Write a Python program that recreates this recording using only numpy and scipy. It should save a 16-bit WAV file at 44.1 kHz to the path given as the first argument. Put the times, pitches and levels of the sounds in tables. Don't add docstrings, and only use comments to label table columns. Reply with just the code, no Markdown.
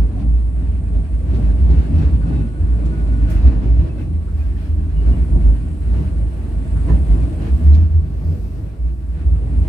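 import sys
import numpy as np
from scipy import signal
from scipy.fft import rfft, irfft, next_fast_len
from scipy.io import wavfile
from scipy.ndimage import uniform_filter1d, map_coordinates

SR = 44100
rng = np.random.default_rng(int(sys.argv[2]) if len(sys.argv) > 2 else 0)


def log_audio(samples):
    frames = np.atleast_2d(samples).T
    limited = np.clip(frames, -1, 1)
    pcm = np.round(limited * 32767).astype(np.int16)
    wavfile.write(sys.argv[1], SR, pcm)


N = 426888
CONTROL_STEP = 64


def amp(db):
    return 10 ** (np.asarray(db) / 20)


def unit(x):
    return x / np.sqrt(np.mean(np.abs(x) ** 2) + 1e-20)


def along(points, hz):
    point_hz, value = np.transpose(points)
    return np.interp(np.log(hz + 1), np.log(point_hz + 1), value)


def curves(rows):
    time_s, *columns = np.transpose(rows)
    return [np.interp(np.arange(N) / SR, time_s, column) for column in columns]


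def wobble(rate_hz):
    knots = rng.standard_normal(int(N * rate_hz / SR) + 4)
    return map_coordinates(knots, [np.arange(N) * rate_hz / SR])


def filtered(x, response):
    edge = 4096
    x = np.pad(x, [(0, 0)] * (x.ndim - 1) + [(edge, edge)], "reflect")
    m = next_fast_len(N + 2 * edge)
    spectrum = rfft(x, m) * response(np.fft.rfftfreq(m, 1 / SR))
    return irfft(spectrum, m)[..., edge:edge + N]


# (frequency [Hz], left-right correlation [-1..1])
LIKENESS = [(60, .95), (130, .97), (290, .8), (640, .22), (1410, -.14), (3100, .06), (15000, .1)]


def rush(spectrum, patchy_db, peaks=(), size=512):
    grid = signal.stft(rng.standard_normal((2, N)), nperseg=size)[2]
    patches = uniform_filter1d(rng.standard_normal(grid.shape[1:]), size=4, axis=0)
    patches = uniform_filter1d(patches, size=2 + 4096 // size, axis=1)
    pair = signal.istft(grid * amp(patchy_db * unit(patches)), nperseg=size)[1][:, :N]

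    def mid_side(hz):
        turn = np.arccos(np.clip(along(LIKENESS, hz), -1, 1)) / 2
        lift_db = sum(db / (1 + (2 * (hz - center) / width) ** 2) for center, width, db in peaks)
        return amp(along(spectrum, hz) + lift_db) * [np.cos(turn), np.sin(turn)]

    mid, side = filtered(pair, mid_side)
    return unit(np.array([mid + side, mid - side]))


def tone(hz, width_hz, lead_rad, flutter_db, bend_hz=0):
    pitch_hz = hz + bend_hz + 0.4036 * width_hz * wobble(width_hz)
    phase = 2 * np.pi * np.cumsum(pitch_hz) / SR + rng.uniform(0, 2 * np.pi)
    level = np.sqrt(2) * amp(flutter_db * wobble(width_hz))
    return level * np.sin(phase + [[lead_rad / 2], [-lead_rad / 2]])


BOOM_RISE = 0.48


def swell(after_s, length_s):
    share = np.where(after_s < 0, BOOM_RISE, 1 - BOOM_RISE)
    return np.cos(np.pi / 2 * np.clip(after_s / length_s / share, -1, 1)) ** 2


SHELL_MODES = {"low": (55.5, 13), "high": (76.5, 14)}
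# (time of peak [s], length [s], pitch heard [Hz], peak level [dB])
SHELL_BOOMS = [(0.034, .2, 55.7, -14), (0.281, 0.16, 56.4, -13), (0.356, 0.13, 55.9, -14.5),
               (0.581, 0.08, 54.16, -12.5), (.72, 0.18, 57.9, -19), (0.979, .2, 50.94, -12),
               (1.147, 0.12, 54.3, -14), (1.334, 0.18, 59.7, -11.5), (1.479, .2, 55.05, -12),
               (1.619, 0.11, 69.7, -13), (1.721, 0.32, 56.25, -10), (1.785, 0.11, 74.2, -9.5),
               (1.967, .14, 78.2, -11.5), (2.067, .1, 65.6, -11), (2.147, .1, 67.3, -10.5),
               (2.227, 0.15, 54.1, -16.5), (2.344, 0.096, 66.2, -14.5), (2.63, .1, 78.25, -14),
               (2.733, 0.18, 58.62, -15.5), (2.875, 0.2, 58.2, -14.5), (3.122, .16, 57.98, -13),
               (3.236, 0.13, 56.97, -11), (3.375, 0.1, 54.2, -11), (3.473, 0.1116, 67.25, -4.5),
               (3.579, 0.12, 57.16, -12.5), (3.714, .2, 57.1, -9.5), (3.797, 0.12, 59.46, -6.5),
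               (4.394, .2, 71.86, -18), (4.49, 0.12, 57.27, -15.5), (4.718, .12, 75.7, -14),
               (4.999, 0.19, 55.03, -15.5), (5.095, 0.14, 59.1, -7.5), (5.21, 0.11, 58.9, -11),
               (5.349, 0.14, 53.88, -9.5), (5.484, 0.21, 54, -8), (5.981, 0.089, 63, -11.5),
               (6.197, 0.19, 53.76, -17.5), (6.564, 0.22, 51, -16.5), (6.941, 0.11, 57.05, -6),
               (7.024, 0.091, 65, -12.5), (7.121, 0.12, 52.06, -7), (7.219, 0.18, 62.14, -14),
               (7.543, 0.098, 66, -8.5), (7.702, 0.23, 73.5, -4), (7.81, 0.21, 80.7, -10),
               (7.974, 0.12, 78, -8), (8.299, 0.18, 81.1, -15), (9.312, 0.19, 57, -12),
               (9.596, 0.18, 56.75, -11.5), (9.606, 0.12, 78.4, -14)]
# (time [s], low-mode level [dB], high-mode level [dB])
HELD_RING = [(0.0, -19.5, -28.5), (1.2, -22.5, -24.5), (1.6, -21, -20.5), (2.0, -21, -22.5),
             (2.5, -22.5, -32), (3.0, -22, -26), (3.6, -20, -26), (3.95, -24.5, -30.5), (4.6, -23.5, -27),
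             (5.7, -23, -25), (6.3, -23, -27), (7.3, -25, -26), (7.9, -23, -21), (8.5, -24, -31),
             (8.95, -24.5, -41.5), (9.2, -25.5, -21), (9.68, -24, -22.5)]
SPLIT_HZ = 71
HELD_WANDER_DB, SHAKEN_SHARE = 1.93, 0.62


def shell():
    out, lead_rad = 0, .5
    t = np.arange(0, N, CONTROL_STEP) / SR

    def per_sample(v):
        return np.interp(np.arange(N) / SR, t, v)

    for held_db, (name, (hz, width_hz)) in zip(curves(HELD_RING), SHELL_MODES.items()):
        held = amp(held_db + HELD_WANDER_DB * wobble(7))
        booms = [(amp(db) * swell(t - s, length), pitch) for s, length, pitch, db in SHELL_BOOMS
                 if (pitch < SPLIT_HZ) == (name == "low")]
        boom_power = per_sample(sum(e ** 2 for e, _ in booms))
        pull = per_sample(sum(e ** 2 * (pitch - hz) for e, pitch in booms))
        tone_power = boom_power + held ** 2

        def response(f):
            mode = 1j * f * width_hz / (hz * hz - f * f + 1j * f * width_hz)
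            return mode ** 2 * np.exp([[.5j * lead_rad], [-.5j * lead_rad]])

        shaken = unit(filtered(rng.standard_normal(N), response))
        ring = tone(hz, .3 * width_hz, lead_rad, flutter_db=.6, bend_hz=pull / tone_power)
        out = out + np.sqrt(tone_power) * ring + SHAKEN_SHARE * held * shaken
    return out


def humps(time_s, width_s):
    t = np.arange(0, N, CONTROL_STEP) / SR
    return np.exp(-((t - time_s[:, None]) / width_s[:, None]) ** 2)


# (time [s], half-width at 1/e [s], rumble lift [dB], rattle lift [dB])
BUMPS = [(.2, 0.044, 3.5, 3), (.68, 0.14, 3.5, 2), (.97, 0.062, 6.5, 2), (1.369, 0.073, 5, 2.5),
         (1.72, 0.063, 4.5, 4), (1.82, 0.058, -1, 5), (2.02, 0.088, 5, 7), (2.33, 0.066, 3, 4.5),
         (3.33, 0.055, -0.5, 6.5), (3.48, 0.086, 5.5, 5.5), (3.65, 0.037, 5.5, 3.5), (3.851, 0.061, 5, 3.5),
         (4.01, 0.038, 3, 6.5), (4.42, 0.054, -0.5, 5.5), (4.645, 0.059, -1, 6), (5.119, 0.12, 8.5, 5.5),
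         (5.358, 0.046, 9.5, -1), (5.481, 0.061, 6, 3.5), (6.003, 0.09, 5, 5.5), (6.91, 0.051, 8.5, 4.5),
         (7.16, 0.083, 4.5, 3.5), (7.452, .05, 3, 5.5), (7.77, 0.043, 2, 2), (8.3, 0.14, 5.5, 2.5),
         (8.62, 0.12, 3.5, 3), (9.18, 0.062, 1.5, 5)]


def jolts():
    time_s, width_s, *lifts_db = np.transpose(BUMPS)
    return [np.repeat(db @ humps(time_s, width_s), CONTROL_STEP)[:N] for db in lifts_db]


# (time [s], rumble level [dB], rattle level [dB])
ROLLING = [(0.0, -25, -50), (.5, -31.5, -54), (1.15, -30.5, -51.5), (1.4, -24.5, -48), (2.1, -24.5, -49),
           (2.4, -23, -49), (2.55, -29, -52), (2.8, -24, -48.5), (3.6, -25.5, -47), (4.25, -30.5, -54.5),
           (4.9, -30.5, -52), (5.3, -29.5, -49.5), (5.7, -29, -51), (6.7, -26.5, -49), (7.2, -24, -48),
           (7.7, -25.5, -47.5), (8.0, -30.5, -53.5), (9.05, -35, -57), (9.68, -22.5, -46.5)]
# (frequency [Hz], relative density [dB per Hz])
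FLOOR_SPECTRUM = [(10, -120), (22, -9), (38, -5.5), (60, -14.5), (90, -3), (125, -2.5), (190, -7),
                  (330, -13), (415, -21), (626, -26.5), (1180, -39.5), (3300, -120)]
# (frequency [Hz], width [Hz], lift [dB])
CABIN_MODES = [(102.2, 8.2, 6.5), (157.7, 15, 6), (289.7, 19, 3.5)]
# (frequency [Hz], relative density [dB per Hz])
PANEL_SPECTRUM = [(290, -39), (500, -22.5), (631, -4), (969, -11.5), (1510, -8), (2010, -13), (2700, -16.5),
                  (3200, -19.5), (5520, -27), (8000, -33.5), (10400, -70.5), (17600, -120)]
# (frequency [Hz], width [Hz], lift [dB])
PANEL_MODES = [(633, 40, 9), (860, 40, 3), (1030, 30, 3), (2450, 600, 2.5), (2600, 40, 4), (2865, 50, 4),
               (4200, 700, 3)]


def wheels():
    rumble_db, rattle_db = curves(ROLLING)
    rumble_lift_db, rattle_lift_db = jolts()
    rumble_level = amp(rumble_db + rumble_lift_db + 0.49 * wobble(11))
    rumble = rumble_level * rush(FLOOR_SPECTRUM, patchy_db=2.5, peaks=CABIN_MODES, size=4096)
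    chatter = amp(0.8 * wobble(21) + 0.95 * wobble(40) + 0.4 * wobble(200))
    rattle = unit(chatter * rush(PANEL_SPECTRUM, patchy_db=1.02, peaks=PANEL_MODES))
    return rumble + amp(rattle_db + rattle_lift_db) * rattle


# (time [s], level before onset fade and decay [dB], t60 [s], band centre [Hz])
KNOCKS = [(0.191, -48, 0.17, 2500), (1.34, -46, 0.2, 3000), (1.701, -48, 0.15, 3280),
          (1.979, -45, 0.13, 3300), (2.85, -49, 0.14, 5170), (3.295, -45.5, 0.31, 8130),
          (3.439, -46, 0.065, 1975), (3.982, -54, 0.109, 2280), (4.279, -44.5, 0.14, 1104),
          (4.57, -52.5, 0.44, 2267), (6.755, -40.5, 0.27, 1106), (6.883, -39.5, 0.11, 1300),
          (6.895, -28, 0.16, 555), (7.742, -40.5, 0.1, 3603)]


def clacks():
    out, t = np.zeros((2, N + SR)), np.arange(SR // 2) / SR
    onset = 1 - np.exp(-t / .006)
    for s, db, t60_s, hz in KNOCKS:
        band = signal.butter(2, [hz / 1.6, min(hz * 1.6, SR / 2.1)], "bandpass", fs=SR)
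        burst = unit(signal.lfilter(*band, rng.standard_normal((2, len(t)))))
        out[:, round(s * SR):][:, :len(t)] += amp(db - 60 * t / abs(t60_s)) * onset * burst
    return out[:, :N]


# (time [s], frequency [Hz], main-mode level before onset fade and decay [dB])
TICKS = [(3.985, 1500, -46), (4.28, 1300, -46), (4.565, 1800, -49), (6.886, 1000, -34), (6.896, 1750, -40),
         (6.92, 1750, -43), (7.732, 4050, -41), (7.741, 3900, -42), (7.749, 2300, -44)]
PING_CYCLES = 130


def pings():
    out, t = np.zeros((2, N + SR)), np.arange(SR // 4) / SR
    onset = 1 - np.exp(-t / .001)
    for s, hz, db in TICKS:
        main = np.sin(2 * np.pi * hz * t + [[.6], [-.6]])
        upper_hz = hz * rng.uniform(1.04, 1.1)
        upper = .5 * np.sin(2 * np.pi * upper_hz * t + rng.uniform(0, 6, (2, 1)))
        decay = amp(db - 60 * t * hz / PING_CYCLES)
        out[:, round(s * SR):][:, :len(t)] += decay * onset * (main + upper)
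    return out[:, :N]


# (time [s], length [s], pitch [Hz], level before swell and flutter [dB])
JOINT_SQUEAKS = [(1.94, .1, 2600, -57), (2.25, .23, 2610, -56.5), (2.32, .1, 3750, -61),
                 (3.2, .3, 2600, -59), (3.89, .04, 2600, -55), (3.98, .07, 2600, -58),
                 (3.98, .06, 2100, -58), (4.39, .04, 2440, -53), (4.41, .05, 1600, -56),
                 (4.95, .08, 2870, -55), (5.115, .045, 2870, -51), (5.55, .04, 3000, -62),
                 (3.4, .06, 3880, -62)]


def squeaks():
    out, span = np.zeros((2, N + SR)), 200
    for s, length_s, hz, db in JOINT_SQUEAKS:
        n = round(abs(length_s) * SR)
        rough = uniform_filter1d(rng.standard_normal((2, n + span)), size=span, axis=1)
        rough = rough[:, :n] * np.sqrt(span)
        phase = 2 * np.pi * np.cumsum(hz + 14 * rough[0]) / SR
        level = amp(db + 2.5 * rough[1]) * np.sqrt(2) * np.hanning(n) ** .3
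        out[:, round(s * SR):][:, :n] += level * np.sin(phase + [[.9], [-.9]])
    return out[:, :N]


# (time [s], level [dB])
FIZZ_LEVEL = [(0.0, -64), (1.5, -61.5), (3.3, -61.5), (3.55, -65), (4.95, -65), (5.1, -60), (6.55, -61),
              (6.8, -56.5), (7.65, -60.5), (7.8, -69), (8.9, -69), (9.68, -60)]
# (frequency [Hz], relative density [dB per Hz])
FIZZ_SPECTRUM = [(3000, -120), (6500, -22), (7800, -15.5), (8700, -11), (9400, -13.5), (10500, -19),
                 (12000, -26), (20000, -120)]
# (frequency [Hz], width [Hz], lift [dB])
FIZZ_MODES = [(8110, 92, 4), (8760, 83, 5), (9240, 58, 4)]
# (frequency [Hz], width [Hz], level at mean rolling, before flutter [dB])
HUM_TONES = [(1130, 3, -63.5), (7899, 8, -79), (9243, 20, -78)]
# (time [s], length [s], level before flutter [dB])
WHEEL_SINGS = [(2.2, .05, -45), (2.255, .04, -45), (2.315, .04, -46), (2.4, .2, -53), (2.65, .2, -54),
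               (2.9, .33, -51), (3.24, .15, -49)]
SHAFT_HZ, SING_HZ, SING_FADE_S = 32.2, 1491, .015


def traction():
    t = np.arange(N) / SR
    strikes = 1 + 0.42 * np.exp(-5.5 * (SHAFT_HZ * t % 1))
    fizz = unit(strikes * rush(FIZZ_SPECTRUM, patchy_db=1.0, peaks=FIZZ_MODES))
    fizz = amp(curves(FIZZ_LEVEL)[0]) * fizz
    hum = sum(amp(db) * tone(hz, width_hz, lead_rad=1.8, flutter_db=1.5) for hz, width_hz, db in HUM_TONES)
    rattle_db = curves(ROLLING)[1]
    hum = amp((rattle_db - rattle_db.mean()) / 2) * hum
    sing_level = sum(amp(db) * np.clip(np.minimum(t - s, s + length - t) / SING_FADE_S, 0, 1)
                     for s, length, db in WHEEL_SINGS)
    sing_level = sing_level * amp(2.5 * wobble(35) + 0.8 * wobble(14))
    return fizz + hum + sing_level * tone(SING_HZ, 28, lead_rad=2.4, flutter_db=1.5)


# (time [s], level before jolts and gusts [dB])
HISS_LEVEL = [(0.0, -75), (.9, -87), (1.3, -70.5), (2.0, -71), (2.5, -77), (3.2, -68), (3.75, -80.5),
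              (4.2, -67.5), (5.6, -70.5), (6.5, -69), (7.0, -68), (7.6, -63.5), (7.9, -71.5), (8.3, -63.5),
              (8.8, -67), (9.68, -75)]
# (frequency [Hz], relative density [dB per Hz])
SPRAY_SPECTRUM = [(800, -120), (3000, -8), (5000, 0), (7000, -5.5), (11000, -7), (12500, -2),
                  (16000, -15.5)]


def street():
    gusts_db = 1.5 * wobble(3.6) + 1.5 * wobble(9)
    level = amp(curves(HISS_LEVEL)[0] + 0.74 * jolts()[1] + gusts_db)
    return level * rush(SPRAY_SPECTRUM, patchy_db=1.5)


def scene():
    return shell() + wheels() + clacks() + pings() + squeaks() + traction() + street()


# (frequency [Hz], left minus right [dB])
MIC_LEAN = [(60, -1.5), (130, 0.5), (290, 3), (640, -1.5), (1410, -0.5), (3100, 1), (6820, -1), (15000, 3)]
TOP_HZ = 15760


def record(dry):
    leaning = filtered(dry, lambda hz: amp(along(MIC_LEAN, hz) * [[.5], [-.5]]))
    clipped = leaning / (1 + np.abs(leaning) ** 24) ** (1 / 24)
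    return filtered(clipped, lambda hz: hz < TOP_HZ)


dry = scene()
out = record(dry)
log_audio(out)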